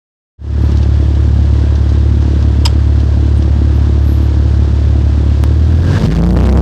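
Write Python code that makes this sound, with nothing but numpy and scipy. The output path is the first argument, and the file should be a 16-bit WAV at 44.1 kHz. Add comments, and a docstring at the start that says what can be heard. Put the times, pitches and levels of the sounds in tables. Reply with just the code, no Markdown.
"""A light aircraft's piston engine and propeller, heard from the cockpit: a steady idle, then more throttle.
Each firing sends a pressure wave through the cabin, with a knock and a puff of rumble, over hissing air.
There are light ticks, faint squeaks and one metal clack; the intake gulps and squeals as the throttle opens.
The waves just overload the microphone at idle. Under power a low drone climbs, and the propeller drives
both microphone ports (its openings) from limit to limit, chopping the hiss into crackle."""
import sys
import numpy as np
from scipy import signal
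from scipy.fft import rfft, irfft
from scipy.io import wavfile
from scipy.ndimage import uniform_filter1d

SR = 44100
rng = np.random.default_rng(int(sys.argv[2]) if len(sys.argv) > 2 else 0)


def put_to_file(sound):
    """Save the sound as 16-bit audio at rate SR, in the file named by the first command-line argument."""
    columns = np.atleast_2d(sound).T  # one column per channel
    safe = np.clip(columns, -1, 1)
    whole_steps = np.round(safe * 32767)
    wavfile.write(sys.argv[1], SR, whole_steps.astype(np.int16))


N = 291700
TIME = np.arange(N) / SR


def from_db(db):
    """Turn decibels into a number to multiply by."""
    return 10 ** (np.asarray(db) / 20)


def rms_one(x):
    """Scale a signal so that its average size (rms) is 1."""
    return x / np.sqrt(np.mean(x ** 2) + 1e-20)


def noise(colour):
    """Steady noise, rms 1; the colour table says which pitches are stronger than others."""
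    hz, db = np.transpose(colour)
    log_hz = np.log(np.maximum(np.fft.rfftfreq(N, 1 / SR), 1))
    gains = from_db(np.interp(log_hz, np.log(hz), db))
    return rms_one(irfft(rfft(rng.standard_normal(N)) * gains, N))


def drift(rate):
    """A random wobble, rms 1, that heads for a new value `rate` times a second."""
    return rms_one(np.interp(TIME * rate, np.arange(2000), rng.standard_normal(2000)))


def resonate(x, hz, width_hz):
    """Let a signal ring at one pitch; the smaller the width, the longer it rings."""
    r = np.exp(-np.pi * width_hz / SR)
    feedback = [1, -2 * r * np.cos(2 * np.pi * hz / SR), r * r]
    return signal.lfilter(np.array([1, 0, -1]) * (1 - r * r) / 2, feedback, x + 1e-18)


def whistle(hz, width_hz):
    """Air sounding a resonance: noise narrowed to a breathy note, rms 1."""
    ringing = resonate(rng.standard_normal(N), hz, width_hz)
    return rms_one(resonate(ringing, hz, width_hz))


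# The colour of rushing air and machinery. Each row: frequency in Hz, relative level in dB.
HISS_COLOUR = [(320, -35), (550, -6), (686, -12.5), (943, -3), (1470, -8), (1640, -7), (2220, -14),
               (3410, -12), (5170, -16.5), (8750, -29.5), (10600, -44), (11100, -60), (11700, -50),
               (12200, -56), (15000, -57)]

def air(wash_strength, flutter_db=0.5, gust_db=-5.0):
    """Air hisses with a broad whistle; the propeller's wash (0-1) tears it into short gusts."""
    gusts = from_db(flutter_db * drift(22) + gust_db * wash_strength * np.tanh(drift(160)))
    return (noise(HISS_COLOUR) + from_db(-14.5) * whistle(hz=1620, width_hz=170)) * gusts


# Thin, faint squeaks. Each row: peak time in seconds, half length in seconds, pitch in Hz, level in dB.
SQUEAK_NOTES = [(0.64, 0.036, 11350, -51), (3.378, 0.014, 8660, -41), (3.763, 0.026, 11400, -49),
                (4.112, .06, 11400, -39), (4.24, 0.035, 11380, -47)]

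def squeaks(waver_hz=35):
    """High, wavering tones swell and vanish."""
    waver = np.cumsum(waver_hz * drift(120)) / SR
    return sum(from_db(db) * np.exp(-((TIME - peak) / half) ** 2) * np.sin(2 * np.pi * (hz * TIME + waver))
               for peak, half, hz, db in SQUEAK_NOTES)


# The touches of a loose part. Each row: start in seconds, relative level in dB.
RATTLE_TOUCHES = [(0.717, -6), (.772, -3.5), (.828, -4), (0.938, -9), (1.151, -12), (1.753, -4),
                  (1.892, -7), (2.221, -8), (2.425, -8), (3, -6), (3.423, -7)]
# Their colour. Each row: frequency in Hz, relative level in dB.
TOUCH_COLOUR = [(1200, -29), (3000, 4.5), (6200, 0), (8000, -21), (11000, -35.5)]

def rattle(level_db=-22.5, decay_s=0.009):
    """Something loose ticks lightly at idle; each touch is a short, bright scrape."""
    touches = sum(from_db(db) * (TIME >= start) * np.exp(-np.abs(TIME - start) / decay_s)
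                  for start, db in RATTLE_TOUCHES)
    return from_db(level_db) * touches * noise(TOUCH_COLOUR)


# A metal part's contacts. Each row: start and length in seconds, relative level in dB, low and high Hz.
CLACK_CONTACTS = [(2.6515, 0.0035, -14, 3500, 15000), (2.655, .004, -9, 1810, 7000),
                  (2.659, .005, -12.5, 500, 10000), (2.663, .0035, -14, 700, 8000),
                  (2.667, 0.015, -24.5, 1500, 6950), (2.687, 0.022, -41, 2500, 9000)]
# The notes it rings at. Each row: pitch in Hz, width in Hz, relative level in dB.
METAL_NOTES = [(990, 133, 9.5), (1470, 440, -3), (2380, 570, -1.5), (3130, 360, 4.5), (3780, 560, -2),
               (4550, 110, 4), (5050, 96, 10.5), (6750, 1900, -7.5), (7870, 500, 0), (9400, 450, -13),
               (12500, 2000, -17)]

def clack(level_db=10.5):
    """A loose metal part chatters: quick contacts, each with its own hardness, make it ring."""
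    chatter, force = rng.standard_normal(N), 0
    for start, length, db, low_hz, high_hz in CLACK_CONTACTS:
        hardness = signal.butter(1, [low_hz, high_hz], "band", fs=SR, output="sos")
        burst = chatter * ((TIME >= start) & (TIME < start + length))
        force = force + from_db(db) * signal.sosfilt(hardness, burst + 1e-18)
    return from_db(level_db) * sum((-1) ** k * from_db(db) * resonate(force, hz, width)
                                   for k, (hz, width, db) in enumerate(METAL_NOTES))


# One dry tick. Its values: time in seconds, height of the jump, decay in seconds.
SHARP_TICK = (5.4387, .66, .0014)

def tick():
    """One sharp, dry tick: the signal jumps and settles."""
    when, height, decay = SHARP_TICK
    return -height / 2 * np.sign(TIME - when) * np.exp(-np.abs(TIME - when) / decay)


# The loudest cracks under power. Each row: start in seconds, length in seconds, level in dB.
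SPIT_BURSTS = [(6.111, 0.017, -22.5), (6.164, 0.0051, -21.5), (6.1763, 0.00089, -17), (6.189, 0.0025, -17),
               (6.236, 0.0032, -18), (6.306, 0.0029, -20.5), (6.389, .0012, -17), (6.403, 0.0017, -18),
               (6.455, .002, -17), (6.4715, .0012, -15.5), (6.492, .0012, -17), (6.496, 0.0032, -21),
               (6.526, .0012, -13), (6.572, 0.0061, -18)]
# Their colour. Each row: frequency in Hz, relative level in dB.
BURST_COLOUR = [(300, -8), (900, 9), (3500, -0.5), (5500, -5.5), (9000, -17.5), (15000, -38)]

def spits():
    """The overloaded microphone spits: short, bright bursts of noise at set times."""
    bursts = sum(from_db(db) * ((TIME >= start) & (TIME < start + length))
                 for start, length, db in SPIT_BURSTS)
    return bursts * noise(BURST_COLOUR)


# Gulps of air as the throttle opens. Each row: peak time in seconds, strength (0-1), rise in seconds.
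INTAKE_GULPS = [(5.96, 0.88, 0.093), (6.056, 0.73, 0.097)]

def gulp(release_s):
    """How hard the intake is gulping (0-1): each gulp swells to its peak and lets go."""
    swells = [strength * np.exp(-((TIME - peak) / np.where(TIME < peak, rise_s, release_s)) ** 2)
              for peak, strength, rise_s in INTAKE_GULPS]
    return np.max(swells, axis=0)


# How the intake's squeal rises and falls. Each row: time in seconds, relative level in dB.
SQUEAL_LEVELS = [(5.72, -40), (5.8, -13), (5.91, -9), (5.925, 0), (5.976, 0), (5.995, -40)]
# Its two notes. Each row: pitch in Hz, width in Hz, level at its loudest in dB.
SQUEAL_NOTES = [(880, 90, -31), (1620, 140, -22.5)]

def squeal():
    """Air drawn past the opening throttle sings two notes: it creeps in, holds and breaks off."""
    times, levels_db = np.transpose(SQUEAL_LEVELS)
    notes = sum(from_db(db) * whistle(hz, width) for hz, width, db in SQUEAL_NOTES)
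    return from_db(np.interp(TIME, times, levels_db)) * notes


# The tones of a low drone under power. Each row: multiple of the firing rate, relative level in dB.
DRONE_TONES = [(3, -9), (3.5, -19), (4, -17)]

def drone(angle, thrust, waver_db=1.0):
    """A low drone climbs with the engine and booms as each tone passes 172 Hz."""
    tones = sum(from_db(db + waver_db * drift(18)) * np.sin(multiple * angle)
                for multiple, db in DRONE_TONES)
    return -thrust * resonate(tones, hz=172, width_hz=18)


# The colour of the propeller's buffeting. Each row: frequency in Hz, relative level in dB.
BUFFET_COLOUR = [(12, -21), (30, 3.5), (80, -5.5), (160, -3.5), (300, -14), (550, -18.5), (850, -30.5),
                 (1300, -40.5), (2500, -59)]

def buffet(thrust, idle_db=-27, rise_db=30):
    """Air thrown back by the propeller (its wash) beats on the cabin, harder as thrust grows."""
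    return from_db(idle_db + rise_db * thrust ** 0.63) * noise(BUFFET_COLOUR)


def propeller(angle, speed, imbalance=0.58, wander=0.11, suction=0.26):
    """Two blades take turns. Near top speed (1) one pushes harder, pressure drops and the beat wobbles."""
    shake = speed ** 3.43
    blade = angle + wander * shake * drift(90)
    return -np.sin(blade) - shake * (imbalance * np.cos(blade / 2 - np.pi / 4) + suction)


# The colour of each firing's rumble. Each row: frequency in Hz, relative level in dB.
RUMBLE_COLOUR = [(25, -11), (60, 10.5), (100, 7), (170, 4), (250, 2.5), (330, 0.5), (420, -9), (600, -9.5),
                 (900, -17.5), (1600, -75)]

def rumble(angle, level_db=-16.5, puff_db=10.0, lag_radians=0.099):
    """Swirling gas rumbles, loudest just as the exhaust valve opens."""
    puff = ((1 + np.cos(angle - lag_radians)) / 2) ** 2
    return from_db(level_db) * rms_one(noise(RUMBLE_COLOUR) * from_db(puff_db * puff))


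# The notes the cabin rings at. Each row: pitch in Hz, width in Hz, relative level in dB.
CABIN_NOTES = [(190, 34, -45.5), (281.4, 44, -29.5), (322.9, 28.3, -24.5), (647, 20, -25)]

def chug(angle, lead_radians=0.3, jitter_radians=0.024, uneven_db=3.5, softness_hz=430):
    """The opening valve gives one soft knock per firing, which rings the cabin."""
    firing_count = np.floor((angle + lead_radians + jitter_radians * drift(36)) / (2 * np.pi))
    opens = np.diff(firing_count, prepend=firing_count[0])
    knocks = opens / (2 * np.mean(opens))  # each overtone gets a height of about 1
    knocks *= from_db(uneven_db * np.tanh(drift(36)))
    soft_knocks = signal.sosfilt(signal.butter(4, softness_hz, fs=SR, output="sos"), knocks)
    return sum(from_db(db) * resonate(soft_knocks, hz, width) for hz, width, db in CABIN_NOTES)


# The exhaust's deep tones. Each row: multiple of the firing rate, relative level in dB.
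EXHAUST_TONES = [(1, -17.5), (2, -1.5), (3, -10.5), (4, -38.5)]

def exhaust(angle, uneven_db=0.5):
    """The tones swing together into one pressure wave per firing; no two waves are quite as strong."""
    wave = -sum(from_db(db) * np.sin(multiple * angle) for multiple, db in EXHAUST_TONES)
    return wave * from_db(uneven_db * drift(36))


def port(pressure, limit=1.142, give_db=-27.0):
    """A microphone port overloads: peaks are flattened at its limit, which gives only a little."""
    flattened = pressure / (1 + (pressure / limit) ** 20) ** (1 / 20)
    return flattened + from_db(give_db) * (pressure - flattened)


# The engine's speed. Each row: time in seconds, firings per second.
ENGINE_SPEED = [(0, 35.9), (5.1, 35.9), (5.42, 36.1), (5.77, 41), (5.92, 46.3), (6.1, 53.3), (6.42, 63.4),
                (6.61, 67.9)]

def scene(full_thrust_rate=58.4, far_port_share=0.17, port_lag_radians=1.3):
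    """The engine's speed sets the beat and the thrust; two ports overload in turn and are mixed."""
    firing_rate = np.interp(TIME, *np.transpose(ENGINE_SPEED))
    speed = firing_rate / firing_rate.max()
    thrust = np.clip((firing_rate - firing_rate[0]) / (full_thrust_rate - firing_rate[0]), 0, 1)
    angle = 0.711 + 2 * np.pi * np.cumsum(firing_rate) / SR + 0.024 * drift(50)  # one circle per firing
    blade_angle = angle + 0.607  # a blade passes just ahead of each firing
    # Each level: its value at idle, then what thrust changes, then what a gulp changes.
    engine_db = -0.48 - thrust - 5 * gulp(release_s=0.26)
    propeller_db = -17 + 35.5 * thrust ** 0.71 - 12 * gulp(release_s=0.028)
    hiss_db = -31.5 + 13.5 * thrust ** 1.73 + 6 * gulp(release_s=0.058)
    engine = from_db(engine_db) * (exhaust(angle) + chug(angle) + rumble(angle))
    hiss = from_db(hiss_db) * air(wash_strength=from_db(propeller_db - propeller_db.max()))
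    cabin = engine + hiss + clack() + rattle() + squeaks()
    # The far port is quieter in the mix, and each blade's push reaches it later.
    washes = [from_db(propeller_db) * propeller(blade_angle - lag, speed) + buffet(thrust)
              for lag in (0, port_lag_radians)]
    near, far = [port(cabin + wash) for wash in washes]
    microphone = (1 - far_port_share) * near + far_port_share * far
    return (microphone + squeal() + drone(blade_angle, thrust) + spits())[None]


def gain_control(x, held_rms=0.86, listen_s=0.0233):
    """Turn the sound down by as much as its running level rises above the held level."""
    level = np.sqrt(np.abs(uniform_filter1d(x * x, size=int(listen_s * SR))))
    return x / np.maximum(level / held_rms, 1)


def record(dry, bass_hz=170, treble_db=-5.0, wind_filter_hz=76, top_hz=16800):
    """The microphone evens out loud parts, favours the bass and cuts the very lowest and highest sounds."""
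    levelled = gain_control(dry)
    bass = signal.sosfilt(signal.butter(1, bass_hz, fs=SR, output="sos"), levelled)
    warm = bass + from_db(treble_db) * (levelled - bass)
    thinned = signal.sosfilt(signal.butter(4, wind_filter_hz, "high", fs=SR, output="sos"), warm)
    fade_in = np.clip((TIME - 0.38) / 0.27, 0, 1)  # silent for 0.38 s, then rises over 0.27 s
    top_cut = signal.cheby2(12, 90, top_hz, fs=SR, output="sos")
    return signal.sosfilt(top_cut, (thinned + tick()) * fade_in)


dry = scene()
out = record(dry)
put_to_file(out)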